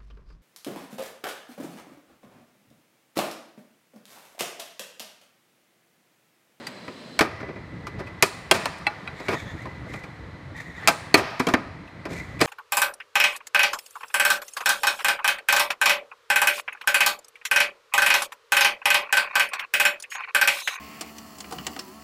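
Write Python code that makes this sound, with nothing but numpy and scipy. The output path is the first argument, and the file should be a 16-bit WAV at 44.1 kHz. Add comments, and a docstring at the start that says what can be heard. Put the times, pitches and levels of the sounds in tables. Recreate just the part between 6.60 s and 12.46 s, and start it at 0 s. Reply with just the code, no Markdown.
"""Chiselling a car body seam

In a repair workshop a hammer drives a chisel into a seam of the steel body. Each blow cracks on the
chisel; milliseconds later the seam gives, the damped panel booms and the hall rings. Between runs the
blade is set, scraped and rubbed until it squeaks. Close handling rumbles; further off a power tool
hisses briefly, then only whines."""
import sys
import numpy as np
from scipy import signal
from scipy.fft import rfft, irfft
from scipy.io import wavfile

SR = 44100
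rng = np.random.default_rng(int(sys.argv[2]) if len(sys.argv) > 2 else 0)


def generate_wav(sig):
    """Save sig (samples, or channels by samples) to the path in sys.argv[1] as 16-bit PCM at SR."""
    pcm = np.round(np.clip(np.atleast_2d(sig).T, -1, 1) * 32767).astype(np.int16)
    wavfile.write(sys.argv[1], SR, pcm)


N = 258426
TIME = np.arange(N) / SR
HZ = np.maximum(np.fft.rfftfreq(N, 1 / SR), 1)
CHISEL_RISE_S, CHISEL_T60_S = 0.00033, 0.051

# Hammer blows: start_s, strength_db, hardness_db_per_band, bass_db, hall_send_db, give_lag_s, give_db,
# boom_hz, boom_db, boom2_hz, boom2_db, boom_t60_s, chisel_hz, chisel_db, side_modes_db,
# blade_tone_hz, blade_tone_db, hammer_ring_db
HAMMER_BLOWS = [(0.591, -18, -1, -16, -5.5, .018, -16.5, 321, -9.5, 425, -9, 0.06, 2200, -15.5, 0.5, 1077, -12.5, -53),
                (1.6247, -15.5, 3.5, 3.5, -9.5, 0.0084, -24.5, 400, -13.5, 647, -36, 0.057, 2426, -10, -8, 1970, -13.5, -38),
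                (1.912, -12.5, 0.15, 1.5, -1.5, 0.0037, -35, 658, -16.5, 395, -20, 0.084, 2740, -11, 2, 9400, -16, -35.5),
                (2.056, -22.5, -2.5, -6, -13, 0.0018, -36.5, 907, -24, 290, -29.5, .06, 2500, -31, 1, 690, -32, -52),
                (2.2675, -25, -6.5, -13, -4, 0.0023, -43.5, 822, -20.5, 1437, -22, 0.065, 2630, -14, -3, 2030, -20, -96),
                (4.2744, -17, 3, 4, -10, 0.0083, -16.5, 1307, -12, 1560, -17, .07, 2410, -13.5, 3, 4980, -15, -38),
                (4.542, -12.5, 0.25, 0, 0, 0.0012, -30, 391, -4, 314, -9, 0.054, 2477, -5, -8, 4380, -4.5, -58),
                (4.798, -20, -5.5, -5.5, -10, 0.00288, -28, 256, -16, 477, -22.5, 0.077, 2310, -19.5, -5.5, 5300, -28, -51),
                (4.869, -28, 0, 1, -2.5, 0.017, -25.5, 271, -15, 417, -24, 0.065, 2240, -28, 8, 7080, -34, -53),
                (4.938, -13, -8.5, -8, -10.5, 0.002, -32.5, 261, -4.5, 516, -19, 0.039, 1816, -16, -7, 2360, -18, -81),
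                (5.8135, -17.5, -0.5, 5.5, -1.5, 0.0023, -21, 765, -18.5, 448, -14, 0.099, 2520, -21, -3, 4780, -15.5, -33)]
# Light tool touches on the steel: start_s, strength_db, hardness_db_per_band, drag_s, clink_hz, clink_db
TOOL_TOUCHES = [(0.066, -43.5, 3.5, 0.006, 4680, -25.5), (0.277, -39, -8, 0.0064, 1930, -34),
                (0.79, -39.5, -8.5, 0.028, 2100, -36), (0.827, -41.5, -13.5, .004, 1760, -35),
                (0.878, -42, -13.5, .022, 2300, -35), (0.95, -44, -13, 0.021, 2000, -42),
                (1.267, -38.5, -3, .004, 1210, -24.5), (1.383, -35.5, -7.5, .028, 2120, -47),
                (1.455, -46, -5, 0.033, 2550, -36.5), (2.18, -57, 3, .005, 2400, -55.5),
                (2.473, -44, -6, .005, 2494, -24), (2.598, -39, -7.5, .006, 1930, -44),
                (3.054, -42, -8, 0.0038, 1030, -26), (3.07, -51, -8, 0.0022, 926, -30),
                (3.26, -47, -10, 0.0081, 1500, -42), (3.336, -39.5, -5, 0.0052, 2380, -27.5),
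                (3.43, -43.5, -5, .016, 2200, -39), (4.292, -35, -8, 0.0015, 785, -13.5),
                (4.551, -23, -5, 0.0022, 2500, -12), (4.7947, -36, 1.5, 0.0015, 2300, -36),
                (4.867, -27, -10.5, .002, 2320, -37), (5.265, -53.5, -5, .025, 2620, -40),
                (5.453, -33.5, -6.5, 0.0021, 2320, -45), (5.791, -45, -0.5, .004, 2400, -31),
                (5.802, -24, -4.5, 0.01, 2460, -28)]


def from_db(db):
    """Decibels to gain."""
    return 10 ** (np.asarray(db) / 20)


def rms_one(x):
    """Scale to unit rms."""
    return x / np.sqrt(np.mean(x ** 2) + 1e-20)


def curve(points):
    """(time_s, value) points interpolated at every sample."""
    return np.interp(TIME, *np.transpose(points))


def colour(points):
    """Gain spectrum from (freq_hz, level_db) points, rolling off below the first."""
    hz, db = np.transpose(points)
    return from_db(np.interp(np.log(HZ), np.log(hz), db)) * np.minimum(HZ / hz[0], 1) ** 3


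def band_gain(low_hz, high_hz):
    """Steep band-pass gain."""
    return 1 / np.sqrt((1 + (low_hz / HZ) ** 12) * (1 + (HZ / high_hz) ** 16))


def peak(hz, width_hz):
    """Resonance curve, height 1."""
    return 1 / (1 + (2 * (HZ - hz) / width_hz) ** 2)


def noise(gain):
    """Noise shaped by a gain spectrum, rms 1."""
    return rms_one(irfft(rfft(rng.standard_normal(N)) * gain, N))


def wander(rate_hz):
    """Slow random drift, rms 1."""
    return noise(1 / (1 + (HZ / rate_hz) ** 2))


def decay(t, t60_s):
    """Fall of 60 dB in t60_s."""
    return np.exp(-np.log(1000) * t / t60_s)


def swell(t, rise_s):
    """Smooth onset."""
    return 1 - np.exp(-t / rise_s)


def add(track, start_s, sound):
    """Mix a sound into a track."""
    at = int(start_s * SR)
    track[at:at + len(sound)] += sound[:max(N - at, 0)]


def mode(hz, db, rise_s, t60_s):
    """One struck mode: a damped sine."""
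    t = TIME[:SR // 6]
    return from_db(db) * swell(t, rise_s) * decay(t, t60_s) * np.sin(2 * np.pi * hz * t)


def hall(sent_power, early_db, late_db, late_t60_s, delay_s=0.023):
    """Echo power: floor and car body answer first, then the hall rings on."""
    t, out, echoes = TIME[:SR + SR // 2], np.zeros(N), 0
    for db, rise_s, t60_s in ((early_db, 0.05, 0.079), (late_db, 0.019, late_t60_s)):
        power = (swell(t, rise_s) * decay(t, t60_s)) ** 2
        echoes = echoes + from_db(db) ** 2 * power / power.sum()
    add(out, delay_s, np.maximum(signal.fftconvolve(sent_power, echoes), 0))
    return out


def shell_echoes(x, echo_db=-13, t60_s=0.26, rise_s=0.012):
    """The hollow body and the floor return a short wash of echoes."""
    t = TIME[:SR // 2]
    echoes = rng.standard_normal(len(t)) * swell(t, rise_s) ** 2 * decay(t, t60_s)
    return from_db(echo_db) * signal.fftconvolve(x, echoes / np.linalg.norm(echoes))[:N]


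def workshop_air():
    """Broad room noise of drifting level."""
    spectrum = [(150, -35), (250, -4.5), (325, -11), (510, -5.5), (971, -3), (1500, -6.5), (1980, -4),
                (2810, -17), (3980, -17.5), (5440, -27), (9830, -37.5), (13900, -46.5), (16000, -79)]  # freq_hz, relative_db
    levels = [(0, -46.5), (.55, -52.5), (.75, -48), (1.1, -48), (2.4, -43.5), (2.8, -44.5), (3.7, -48),
              (4.15, -49), (4.25, -39), (4.4, -43), (5.2, -49.5), (5.86, -45.5)]  # time_s, level_db
    return from_db(curve(levels)) * noise(colour(spectrum))


def handling_rumble(gain_db=6, lump_db=4.5, lump_hz=12, top_hz=600):
    """Close handling: low, lumpy noise."""
    spectrum = [(15, -60), (25, -28), (59, -0.5), (85, 2.5), (167, 2.5), (226, -6.5), (316, -3), (354, -11),
                (700, -13.5), (910, -58), (1540, -120)]  # freq_hz, relative_db
    levels = [(0.52, -76), (0.6, -55), (0.73, -50.5), (1.13, -45.5), (1.4, -42.5), (1.68, -53), (2.41, -52),
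              (2.84, -44.5), (3.49, -49.5), (3.72, -45.5), (4.39, -51.5), (5.44, -51), (5.53, -36.5),
              (5.68, -47.5), (5.86, -49)]  # time_s, relative_db
    level_db = curve(levels) + gain_db + lump_db * np.tanh(wander(lump_hz))
    return from_db(level_db) * noise(colour(spectrum) * band_gain(1, top_hz))


def power_tool(stop_s=0.567, fade_t60_s=0.56, hiss_db=-43.5, whine_hz=1999, whine_width_hz=76):
    """Hiss while the tool works; a wavering whine, its lines smeared by the hall, carries on."""
    hiss_spectrum = [(90, -2.5), (140, 10.5), (235, 16), (370, 7), (600, 9), (720, -3), (1600, -7),
                     (1900, -4.5), (3000, -4), (4900, -6), (5700, -15.5), (8200, -18.5), (11000, -27),
                     (16000, -36)]  # freq_hz, relative_db
    whine_levels = [(0.5, -78), (0.62, -57), (0.8, -46), (1.05, -53), (1.55, -50), (2.4, -57), (3.2, -50.5),
                    (3.8, -57.5), (4.86, -61), (5.12, -59), (5.5, -56), (5.6, -44), (5.7, -50), (5.86, -46)]  # time_s, level_db
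    upper_lines = [(4080, 130, -58, -70.5), (8000, 70, -72, -93.5)]  # pitch_hz, width_hz, working_db, idle_db
    working = decay(np.maximum(TIME - stop_s, 0), fade_t60_s)
    hiss = from_db(hiss_db) * working * noise(colour(hiss_spectrum))
    whine = from_db(curve(whine_levels)) * noise(peak(whine_hz, whine_width_hz))
    for hz, width_hz, working_db, idle_db in upper_lines:
        whine += from_db(idle_db + (working_db - idle_db) * working) * noise(peak(hz, width_hz))
    return hiss + whine


def grit(grains_per_s=600, spread_db=5.5, t60_s=0.03):
    """Paint and rust grains catch under the blade: power, mean 1."""
    caught = rng.random(N) < grains_per_s / SR
    size_db = spread_db * np.minimum(rng.exponential(1, N), 3)
    power = signal.lfilter([1], [1, -decay(1 / SR, t60_s)], caught * from_db(size_db) ** 2 + 1e-12)
    return power / power.mean()


def rubbing(attack_s=0.034, waver_depth=0.025, waver_hz=30, rough_hz=110):
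    """The blade rubs the seam: a rough, wavering squeak over a gritty rustle that lingers in the hall."""
    rubs = [(2.55, 0.19, 2056, -45.5, -8, -46), (2.716, 0.14, 1804, -37, -8, -44),
            (2.843, 0.12, 1830, -40, -8, -55), (2.945, 0.13, 2000, -44, -15, -51.5),
            (3.268, 0.15, 2056, -40.5, -21, -46), (3.945, 0.1003, 1923, -34, -15.5, -44.5),
            (4.026, 0.14, 1883, -41.5, -17, -58.5), (4.14, 0.099, 1924, -36.5, -16, -52.5),
            (4.216, 0.056, 1890, -28, -27, -58), (5.486, 0.14, 2170, -56, -9, -38.5),
            (5.577, 0.069, 2080, -38.5, -21, -59)]  # start_s, length_s, pitch_hz, squeak_db, overtone_relative_db, rustle_db
    rustle_spectrum = [(700, 10.5), (1300, 2.5), (2300, 14), (2850, -6), (3600, 1), (5400, -4.5),
                       (7100, -3.5), (10000, -13.5), (13500, -16), (16000, -35)]  # freq_hz, relative_db
    squeak_level, overtone_level, rustle_level = np.zeros((3, N))
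    for start_s, length_s, _, squeak_db, overtone_db, rustle_db in rubs:
        t = TIME[:int(length_s * SR)]
        pressure = swell(t, attack_s) * np.cos(np.pi / 2 * t / length_s)
        add(squeak_level, start_s, from_db(squeak_db) * pressure)
        add(overtone_level, start_s, from_db(squeak_db + overtone_db) * pressure)
        add(rustle_level, start_s, from_db(rustle_db) * np.sin(np.pi * t / length_s))
    pitch_hz = curve([(start_s + length_s / 2, hz) for start_s, length_s, hz, *_ in rubs])
    phase = 2 * np.pi * np.cumsum(pitch_hz * (1 + waver_depth * wander(waver_hz))) / SR
    squeak = 0
    for ratio, level in ((1, squeak_level), (1.918, overtone_level), (3.6, from_db(-10.5) * overtone_level)):
        squeak += level * rms_one(wander(rough_hz * ratio) * np.sin(ratio * phase))
    rustle_power = rustle_level ** 2 * grit()
    rustle_power += hall(rustle_power, early_db=-10.5, late_db=-9, late_t60_s=1)
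    return squeak + np.sqrt(rustle_power) * noise(colour(rustle_spectrum))


def slips(rate_hz=220):
    """Uneven stick-slip contacts of the scraping blade: start_s, strength_db, hardness_db_per_band."""
    scrapes = [(2.682, 2.693, -27.5, -6, -5.5), (2.699, 2.741, -36.5, -5.5, 3.5),
               (4.222, 4.268, -50.5, -8.5, -8), (5.498, 5.555, -47, -14.5, -11)]  # start_s, end_s, strength_db, hardness_db_per_band, change_db
    rows = []
    for start_s, end_s, db, hardness, change_db in scrapes:
        for at_s in np.arange(start_s, end_s, 1 / rate_hz):
            progress = (at_s - start_s) / (end_s - start_s)
            jitter_s = rng.random() / rate_hz / 2
            rows.append((at_s + jitter_s, db + change_db * progress, hardness))
    return rows


def hammer_ring(t60_s=0.62, rise_s=0.0009):
    """A square hit leaves the hardened head singing, its modes smeared by the hall."""
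    head_modes = [(4200, 1200, 2), (7300, 3000, -3.5), (9350, 370, -1), (14300, 1500, -21)]  # pitch_hz, width_hz, relative_db
    t, power = TIME[:SR], np.zeros(N)
    for start_s, *_, ring_db in HAMMER_BLOWS:
        add(power, start_s, (from_db(ring_db) * swell(t, rise_s) * decay(t, t60_s)) ** 2)
    spectrum = sum(from_db(db) * peak(hz, width_hz) for hz, width_hz, db in head_modes)
    return np.sqrt(power) * noise(spectrum)


def chisel_ring(main_hz, main_db, side_db, main_t60_s, spread_db=5, dulling_per_octave=0.37):
    """Main mode plus side modes that vary with the blade's seating; only hard blows wake the high ones."""
    side_modes = [(816, -19, 0.17), (1182, -13, 0.1), (1415, -10, 0.06), (1545, -12.5, 0.1),
                  (2004, -5, 0.033), (2363, -5, 0.057), (2800, -12, 0.033), (3330, -8, 0.045),
                  (4070, -8, 0.069), (4670, -11.5, 0.03), (4900, -15, 0.027), (8300, -14.5, 0.035),
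                  (9660, -17, .03)]  # pitch_hz, relative_db, t60_s
    out = mode(main_hz, main_db, CHISEL_RISE_S, main_t60_s)
    for k, (hz, mode_db, t60_s) in enumerate(side_modes):
        dulling_db = dulling_per_octave * main_db * max(np.log2(hz / main_hz), 0)
        db = main_db + side_db + mode_db + dulling_db + spread_db * rng.standard_normal()
        detune = rng.uniform(-0.036, 0.03)
        out += (-1) ** k * mode(hz * (1 + detune), db, CHISEL_RISE_S, t60_s)
    return out


def chisel(slip_hz=2267):
    """Blows ring the chisel, touches clink it, each slip plucks its main mode."""
    out = np.zeros(N)
    for start_s, *_, main_hz, main_db, side_db, tone_hz, tone_db, _ in HAMMER_BLOWS:
        add(out, start_s, chisel_ring(main_hz, main_db, side_db, CHISEL_T60_S))
        add(out, start_s, mode(tone_hz, tone_db, CHISEL_RISE_S, t60_s=0.037))
    for start_s, _, _, drag_s, clink_hz, clink_db in TOOL_TOUCHES:
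        add(out, start_s + drag_s / 2, chisel_ring(clink_hz, clink_db, side_db=-6, main_t60_s=0.036))
    for start_s, db, _ in slips():
        add(out, start_s, mode(slip_hz, db + 0.5, CHISEL_RISE_S, CHISEL_T60_S))
    return out


def seam_boom(rise_s=0.0011):
    """The seam gives and booms two panel modes, set by where the edge sits."""
    boom = np.zeros(N)
    for start_s, _, _, _, _, lag_s, _, hz, db, hz2, db2, t60_s, *_ in HAMMER_BLOWS:
        add(boom, start_s + lag_s, mode(hz, db, rise_s, t60_s) + mode(hz2, db2, rise_s, t60_s))
    return boom + shell_echoes(boom)


def band_levels(db, hardness_db_per_band, bass_db=0):
    """Low, mid, high and top levels in dB: a hard contact tilts them up about the mid band."""
    steps = np.array([-1, 0, 1, 2])
    return db + hardness_db_per_band * steps + bass_db * (steps < 0)


def contacts(touch_t60_s=0.098, slip_t60_s=0.085, hit_t60_s=0.059, give_t60_s=0.1):
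    """All contacts with the body: start_s, band_levels_db, drag_s, t60_s, hall_send_db."""
    rows = []
    for start_s, db, hardness, drag_s, *_ in TOOL_TOUCHES:
        rows.append((start_s, band_levels(db, hardness), drag_s, touch_t60_s, -7.5))
    for start_s, db, hardness in slips():
        rows.append((start_s, band_levels(db, hardness), 0, slip_t60_s, -21))
    for start_s, db, hardness, bass_db, send_db, lag_s, give_db, *_ in HAMMER_BLOWS:
        rows.append((start_s, band_levels(db, hardness, bass_db), 0, hit_t60_s, send_db))
        give_levels_db = band_levels(give_db, hardness - 3, bass_db=-4.5)  # a yielding seam is softer
        rows.append((start_s + lag_s, give_levels_db, 0, give_t60_s, send_db - 1.5))
    return rows


def dragged(power, drag_s):
    """A glancing contact spreads its energy over the drag."""
    push = np.hanning(max(int(drag_s * SR), 1) + 2)
    return np.maximum(signal.convolve(power, push / push.sum()), 0)


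def panel(crack_t60_s=0.0049):
    """Crowded modes of the struck sheet steel; as bending waves, lows arrive later and last longer."""
    steel_spectrum = [(47, -47), (80, -14), (255, -7.5), (407, -10), (544, -3), (665, 1), (1270, -0.5),
                      (1450, -5), (2480, -8), (3240, -24.5), (4630, -30), (6610, -36.5), (9240, -40.5),
                      (14800, -45.5), (16500, -68.5)]  # freq_hz, relative_db
    resonances = [(162, 40, -1), (280, 110, -3), (367, 66.3, 5.5), (488, 68, -3.5), (653.4, 39, 7.5),
                  (1004, 27, 6), (1228, 70, 5.5), (1447, 14, 9), (1605, 60, 8), (1660, 170, -3.5),
                  (1815, 260, 7), (2355, 580, 1.5), (2840, 120, -8.5), (3290, 1400, 0.5), (4980, 2040, 7),
                  (8520, 1600, 2)]  # centre_hz, width_hz, lift_db
    bands = [(90, 500), (500, 2900), (2900, 6500), (6500, 16500)]  # low_hz, high_hz
    # Per band: gain_db, rise_s, crack_ratio, t60_ratio, early_echo_db, hall_db, hall_t60_s
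    responses = [(1, 0.0041, 0.78, 1.1, -4, -10, 0.61), (4, 0.0013, 0.5, 1.13, -8, -8.5, 1.0),
                 (1, 0.00038, 2.14, 0.86, -12.5, -12.5, 0.97), (-4, 0.00023, 1.4, 0.68, -13, -27, 0.86)]
    lift_db = sum(db * peak(hz, width_hz) for hz, width_hz, db in resonances)
    steel = colour(steel_spectrum) * from_db(lift_db)
    t, out, hits = TIME[:SR // 3], np.zeros(N), contacts()
    for k, (gain_db, rise_s, crack_ratio, t60_ratio, *hall_settings) in enumerate(responses):
        direct, sent = np.zeros((2, N))
        crack = crack_ratio * decay(t, crack_t60_s)
        for start_s, levels_db, drag_s, t60_s, send_db in hits:
            envelope = swell(t, rise_s) * (decay(t, t60_s * t60_ratio) + crack)
            power = dragged((from_db(levels_db[k] + gain_db) * envelope) ** 2, drag_s)
            add(direct, start_s, power)
            add(sent, start_s, power * from_db(send_db) ** 2)
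        out += noise(steel * band_gain(*bands[k])) * np.sqrt(direct + hall(sent, *hall_settings))
    return out


def scene():
    """All sources, mono."""
    chiselling = panel() + chisel() + seam_boom() + hammer_ring() + rubbing()
    return (chiselling + power_tool() + handling_rumble() + workshop_air())[None]


def record(dry, cutoff_hz=16500):
    """Soft overload on the hardest blows, then a steep low-pass."""
    rounded = dry / (1 + dry ** 4) ** 0.25
    return signal.sosfilt(signal.ellip(10, 0.2, 80, cutoff_hz, fs=SR, output="sos"), rounded)


dry = scene()
out = record(dry)
generate_wav(out)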